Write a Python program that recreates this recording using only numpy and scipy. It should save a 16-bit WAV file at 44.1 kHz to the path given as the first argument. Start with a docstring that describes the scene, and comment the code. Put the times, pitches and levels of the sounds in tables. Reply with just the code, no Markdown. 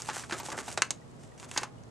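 """In a quiet room, close by, a thin plastic gel sheet is pushed into a sheet-metal frame.
The sheet hisses as it slides, in thousands of tiny slips. It buckles in short papery pops and snaps
home; each pop is a sharp crack and a flutter of waves bending the sheet. Sharp snaps, clicks, rubs and
faint squeaks follow as the frame is handled. Under it all lie a low room rumble and a mains hum."""
import sys
import numpy as np
from scipy import signal
from scipy.fft import rfft, irfft, next_fast_len
from scipy.io import wavfile
from scipy.ndimage import uniform_filter1d

SR = 44100
rng = np.random.default_rng(int(sys.argv[2]) if len(sys.argv) > 2 else 0)


def wav_out(sig):
    """Save sig, one row per channel (or a flat mono array), as 16-bit PCM at SR to the path in sys.argv[1]."""
    wavfile.write(sys.argv[1], SR, np.round(np.clip(np.atleast_2d(sig).T, -1, 1) * 32767).astype(np.int16))


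N = 83790
TIME = np.arange(N) / SR
SNAP_TIME = TIME[:SR // 6]


def from_db(db):
    """Turn decibels into a number to multiply by."""
    return 10 ** (np.asarray(db) / 20)


def unit(x):
    """Scale a sound so that its energy is 1."""
    return x / np.sqrt(np.sum(x ** 2) + 1e-20)


def stereo(mid, side, pan_db=0):
    """Make left and right from what they share (mid) and how they differ (side)."""
    return np.array([(mid + side) * from_db(pan_db), (mid - side) * from_db(-pan_db)])


def tinted(x, colour, bass_db=0, treble_db=0, keep_power=True, bass_hz=630, treble_hz=3560):
    """Make each pitch louder or softer along a colour curve, with bass and treble controls."""
    size = next_fast_len(len(x) + 2048)
    hz = np.maximum(np.arange(size // 2 + 1) * SR / size, 1)
    colour_hz, colour_db = np.transpose(colour)
    bass = bass_db / (1 + (hz / bass_hz) ** 4)
    treble = treble_db / (1 + (treble_hz / hz) ** 4)
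    gain = from_db(np.interp(np.log(hz), np.log(colour_hz), colour_db) + bass + treble)
    if keep_power:
        gain = gain / np.sqrt(np.mean(gain ** 2))
    # Fold the filter so that it rings only after a sound, never before it.
    cepstrum = irfft(np.log(gain), size)
    cepstrum[1:size // 2] *= 2
    cepstrum[size // 2 + 1:] = 0
    return irfft(rfft(x, size) * np.exp(rfft(cepstrum)), size)[:len(x)]


# The colour of the room's rumble. Each row: pitch in Hz, boost or cut in dB.
RUMBLE_COLOUR = [(25, -17), (60, -2.5), (125, 5.5), (200, -2.5), (700, -10.5), (1300, -20), (2500, -29),
                 (7600, -35.5), (11500, -43), (13500, -69)]
# How wide the rumble sounds. Each row: pitch in Hz, side compared with mid in dB.
RUMBLE_WIDTH = [(100, -3.5), (300, -2), (1300, 1)]
# The tones of the mains hum. Each row: pitch in Hz, level in dB.
HUM_TONES = [(119.7, -59.5), (241, -63.5)]


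def background(rumble_db=-51):
    """The room rumbles and the mains hum; the faint hiss sounds wider than the lows."""
    mid, side = [from_db(rumble_db) * tinted(x, RUMBLE_COLOUR) for x in rng.standard_normal((2, N))]
    hum = sum(from_db(db) * np.sqrt(2) * np.sin(2 * np.pi * (hz * TIME + rng.random()))
              for hz, db in HUM_TONES)
    return stereo(mid + hum, tinted(side, RUMBLE_WIDTH, keep_power=False))


# The colour of rubbing. Each row: pitch in Hz, boost or cut in dB.
RUB_COLOUR = [(50, -33), (170, -16), (350, -6.5), (900, 4.5), (1600, 1), (2600, 0), (4200, -3.5), (6000, 1),
              (7800, 3), (9500, -3.5), (12500, -17.5), (14000, -40)]


def friction(slips_per_s=3600, spread_db=3.5, hiss_gain=0.65):
    """Surfaces catch and let go in tiny slips, over a smooth hiss."""
    slips = (rng.random(N) < slips_per_s / SR) * rng.choice([-1, 1], N)
    strength = from_db(spread_db * np.minimum(rng.exponential(1, N), 5))
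    hiss = hiss_gain * unit(rng.standard_normal(N))
    return np.sqrt(N) * unit(tinted(unit(slips * strength) + hiss, RUB_COLOUR))


# The sheet sliding in. Each row: time in seconds, level in dB.
SLIDE_LEVELS = [(0, -47), (.045, -50), (.07, -47), (.115, -52), (.15, -39.5), (.205, -44.5), (.245, -48.5),
                (.28, -61), (.305, -50.5), (.335, -45), (.36, -52.5), (.395, -43.5), (.425, -61),
                (.44, -55), (.46, -39), (.485, -48), (.525, -47), (.56, -57), (.59, -38.5), (.625, -55),
                (.66, -50.5), (.682, -42.5), (.712, -49.5), (.728, -43), (.762, -62), (.85, -53),
                (.89, -79), (.933, -59), (.97, -78)]
# Fingers shifting on the frame. Each row: time in seconds, level in dB.
FINGER_LEVELS = [(1.18, -75.5), (1.235, -60.5), (1.32, -71.5), (1.37, -72), (1.405, -58), (1.45, -54),
                 (1.47, -68), (1.495, -57.5), (1.535, -50), (1.61, -49), (1.65, -63), (1.70, -80)]
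# How wide rubs and snaps sound. Each row: pitch in Hz, side compared with mid in dB.
CLOSE_WIDTH = [(150, 0.5), (500, -12.5), (1200, -30), (4000, -14.5), (6500, -17.5), (8500, -4.5),
               (12000, -10)]


def rubbing(flicker_db=2.28):
    """The sheet slides between the metal leaves; later the fingers shift their grip."""
    flicker = np.sqrt(N) * unit(uniform_filter1d(rng.standard_normal(N), size=260))
    level = sum(from_db(np.interp(TIME, *np.transpose(rows))) for rows in (SLIDE_LEVELS, FINGER_LEVELS))
    mid = friction()
    side = tinted(friction(), CLOSE_WIDTH, keep_power=False)
    return level * from_db(flicker_db * flicker) * stereo(mid, side, pan_db=-0.55)


def crack(lag_s):
    """High bending waves run faster, so a click becomes a falling chirp; 1 kHz takes lag_s to arrive."""
    size = len(SNAP_TIME)
    khz = np.arange(size // 2 + 1) * SR / size / 1000
    chirp = irfft(np.exp(-4j * np.pi * 1000 * lag_s * np.sqrt(khz)), size)
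    return chirp * (np.arange(size) < size // 2)


def flutter(fade_s, split_hz=2210, lows_linger=1.7):
    """Bending waves cross a thin plate in a dense burst; the slow, low ones die last."""
    lowpass = signal.butter(2, split_hz, fs=SR, output="sos")
    highpass = signal.butter(2, split_hz, "high", fs=SR, output="sos")
    low_noise, high_noise = rng.choice([-1., 1.], (2, len(SNAP_TIME)))
    lows = signal.sosfilt(lowpass, low_noise * np.exp(-SNAP_TIME / (fade_s * lows_linger)))
    highs = signal.sosfilt(highpass, high_noise * np.exp(-SNAP_TIME / fade_s))
    return unit(lows + highs)


def ringing(hz, ring_s):
    """One struck tone, which fades by 60 dB in its ring time, ring_s."""
    return unit(np.sin(2 * np.pi * hz * SNAP_TIME) * from_db(-60 * SNAP_TIME / ring_s))


def snaps(rows, colour, tones, lag_s, spot_db=5, spot_octaves=0.4):
    """A spot gives way with a crack, a flutter and a faint ring, all favouring the spot's own pitch."""
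    mid, side = np.zeros((2, N + SR))
    pitches = np.geomspace(50, 20000, 200)
    colour_hz, colour_db = np.transpose(colour)
    body_db = np.interp(np.log(pitches), np.log(colour_hz), colour_db)
    for start_s, db, bass_db, treble_db, crack_db, fade_s, spot_hz in rows:
        peak_db = spot_db * np.exp(-(np.log2(pitches / spot_hz) / spot_octaves) ** 2)
        spot_colour = np.column_stack([pitches, body_db + peak_db])
        burst = flutter(fade_s) + from_db(crack_db) * crack(lag_s)
        burst = tinted(burst, spot_colour, bass_db, treble_db)
        ring = sum(from_db(tone_db + rng.normal(0, 4.3)) * ringing(hz, ring_s)
                   for hz, tone_db, ring_s in tones)
        ring = tinted(ring, np.column_stack([pitches, peak_db]), bass_db, treble_db, keep_power=False)
        ring *= from_db(-max(treble_db, 0))  # a brighter snap does not ring louder
        side_burst = tinted(flutter(fade_s), spot_colour, bass_db, treble_db)
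        start = int(start_s * SR)
        mid[start:start + len(burst)] += from_db(db) * (unit(burst) + ring)
        side[start:start + len(burst)] += from_db(db) * unit(side_burst)
    return stereo(mid[:N], tinted(side[:N], CLOSE_WIDTH, keep_power=False), pan_db=-0.3)


# The sheet's pops. Each row: start in seconds, level in dB, bass in dB, treble in dB,
# crack compared with flutter in dB, flutter fade time in seconds, pitch of the spot in Hz.
SHEET_POPS = [(.0197, -13, -7, 23, -19, 0.0014, 6700), (.0882, -9, -10.5, -2.5, -18, 0.006, 820),
              (.0985, -7, -0.5, -0.5, -4, 0.014, 1570), (.166, -13, 0, -21, -18, 0.0019, 1500),
              (.237, -16.5, -11, -3.5, -29, 0.0056, 1590), (.2968, -16.5, 10, 1.5, -2, 0.0041, 900),
              (.310, -10.5, -10, -7, 0, 0.0053, 2130), (.3232, -2.5, 3.5, -1.5, -15, .015, 1440),
              (.3995, -12, -1, 0, -23, 0.009, 890), (.4320, -18, 13.5, 4.5, -2, 0.0032, 880),
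              (.486, -14.5, 8, -15, -10, 0.0096, 900), (.502, -14.5, 5.5, 1, -13, 0.0044, 6250),
              (.517, -11, 4, -13, -19, 0.012, 1510), (.530, -14, 14, -26, -18, 0.0039, 845),
              (.543, -14.5, 7, -28, -20, 0.0078, 1400), (.5775, -7.5, 1.5, -18, -16, 0.016, 342),
              (.588, -14.5, -1, -2, 9, 0.0046, 1580), (.680, -12, 5, -1, -10, 0.013, 734),
              (.727, -19, 15, 15, -5, .004, 8000), (.7752, -1.3, 1, 3, -2.5, 0.0063, 670)]
# The colour of the plastic. Each row: pitch in Hz, boost or cut in dB.
SHEET_COLOUR = [(50, -67), (120, -20), (220, -5.5), (340, 0), (600, -0.5), (850, 2), (1600, -0.5),
                (2400, -3), (4000, -4.5), (7500, -6.5), (10000, -19), (13000, -40), (15000, -60)]
# The sheet's own tones. Each row: pitch in Hz, typical level within a pop in dB, ring time in seconds.
SHEET_TONES = [(343.7, -17.5, 0.15), (856, -15, 0.033), (1130, -25, 0.18), (1545, -26, 0.15)]


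def sheet_pops():
    """The pushed plastic buckles again and again, then snaps home."""
    return snaps(SHEET_POPS, SHEET_COLOUR, SHEET_TONES, lag_s=0.000779)


# Knocks and pings. Each row: start in seconds, pitch in Hz, level in dB, ring time in seconds.
PATCH_KNOCKS = [(.0882, 844, -9, 0.049), (.3995, 12400, -24, 0.0032), (.9066, 3900, -11, 0.01),
                (1.563, 1110, -16.5, 0.03), (1.633, 840, -11.5, 0.042)]


def knocks():
    """Some contacts make one patch of sheet or frame ring, as a hollow knock or a bright ping."""
    mid = np.zeros(N + SR)
    for start_s, hz, db, ring_s in PATCH_KNOCKS:
        start = int(start_s * SR)
        mid[start:start + len(SNAP_TIME)] += from_db(db) * ringing(hz, ring_s)
    return stereo(mid[:N], 0, pan_db=-0.3)


# Sharp snaps and clicks. Each row: start in seconds, level in dB, bass in dB, treble in dB,
# crack compared with flutter in dB, flutter fade time in seconds, pitch of the spot in Hz.
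SHARP_CLICKS = [(.8207, 6, -5.5, 2, 1, 0.0037, 2100), (.9066, -2, 9, 11.5, -3, 0.0044, 7800),
                (1.378, -28.5, 5, 10, -9, 0.0091, 2700), (1.399, -23, 1, 6.5, 1, 0.0052, 2700),
                (1.429, -20.5, 8.5, -6, -1, 0.019, 1290), (1.5135, -15, 3, 5.5, -4, 0.0023, 1700),
                (1.563, -7, -2, -12, -11, 0.013, 2000), (1.5755, 1.5, 0.5, 3, -39, 0.0064, 4360),
                (1.619, -16.5, 19, -8, -6, 0.0076, 1860), (1.633, -7.5, -4, 0, -2, 0.0086, 1140),
                (1.8365, -36, -1, 8, 7, 0.0026, 6400)]
# Their colour. Each row: pitch in Hz, boost or cut in dB.
CLICK_COLOUR = [(100, -39), (300, -3), (650, -5), (1050, 3), (1500, -1.5), (2200, 0), (3300, -3),
                (4050, -5), (5200, -5.5), (6500, 0), (8200, -7), (10000, -14), (13500, -35)]
# Their ringing tones. Each row: pitch in Hz, typical level within a click in dB, ring time in seconds.
CLICK_TONES = [(1009, -18, 0.098), (1110, -23.5, 0.088), (1525, -17, 0.052), (1950, -31, 0.034),
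               (2663, -14, 0.085), (4100, -20, 0.054), (6410, -23, 0.038)]


def sharp_clicks():
    """Sharp snaps and clicks that ring briefly."""
    return snaps(SHARP_CLICKS, CLICK_COLOUR, CLICK_TONES, lag_s=0.00008)


# Faint squeaks. Each row: loudest moment in seconds, pitch in Hz, level in dB.
FAINT_SQUEAKS = [(1.021, 1924, -58.5), (1.322, 1894, -58), (1.784, 2910, -61.5)]


def squeaks(swell_s=0.0052):
    """As the frame is handled, tiny tones swell and fade in a few hundredths of a second."""
    return sum(from_db(db) * np.sin(2 * np.pi * hz * TIME) * np.exp(-((TIME - peak_s) / swell_s) ** 2)
               for peak_s, hz, db in FAINT_SQUEAKS)


def room_echo(sound, ring_s=0.18, delay_s=0.0066, dull_hz=4600, level_db=-13.5, side_db=-11):
    """Sound bounces around the room and leaves a short, dull tail."""
    t = TIME[:SR // 2]
    tails = rng.standard_normal((2, len(t))) * from_db(-60 * t / ring_s) * (t > delay_s)
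    lowpass = signal.butter(1, dull_hz, fs=SR, output="sos")
    dull_tails = [signal.sosfilt(lowpass, unit(tail)) for tail in tails]
    mid, side = [signal.fftconvolve(sound.mean(axis=0), tail)[:N] for tail in dull_tails]
    return from_db(level_db) * stereo(mid, from_db(side_db) * side)


def scene():
    """Add up the sheet, the frame, their echo and the room's own noise."""
    close = sheet_pops() + sharp_clicks() + knocks() + rubbing() + squeaks()
    return close + room_echo(close) + background()


def record(dry, left_bass_hz=122, top_hz=14900):
    """The left microphone loses some bass; the highest treble is cut steeply on both sides."""
    bass_cut = signal.butter(1, left_bass_hz, "high", fs=SR, output="sos")
    top_cut = signal.cheby2(14, 50, top_hz, fs=SR, output="sos")
    left = signal.sosfilt(bass_cut, dry[0])
    return signal.sosfilt(top_cut, np.array([left, dry[1]]))


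dry = scene()
out = record(dry)
wav_out(out)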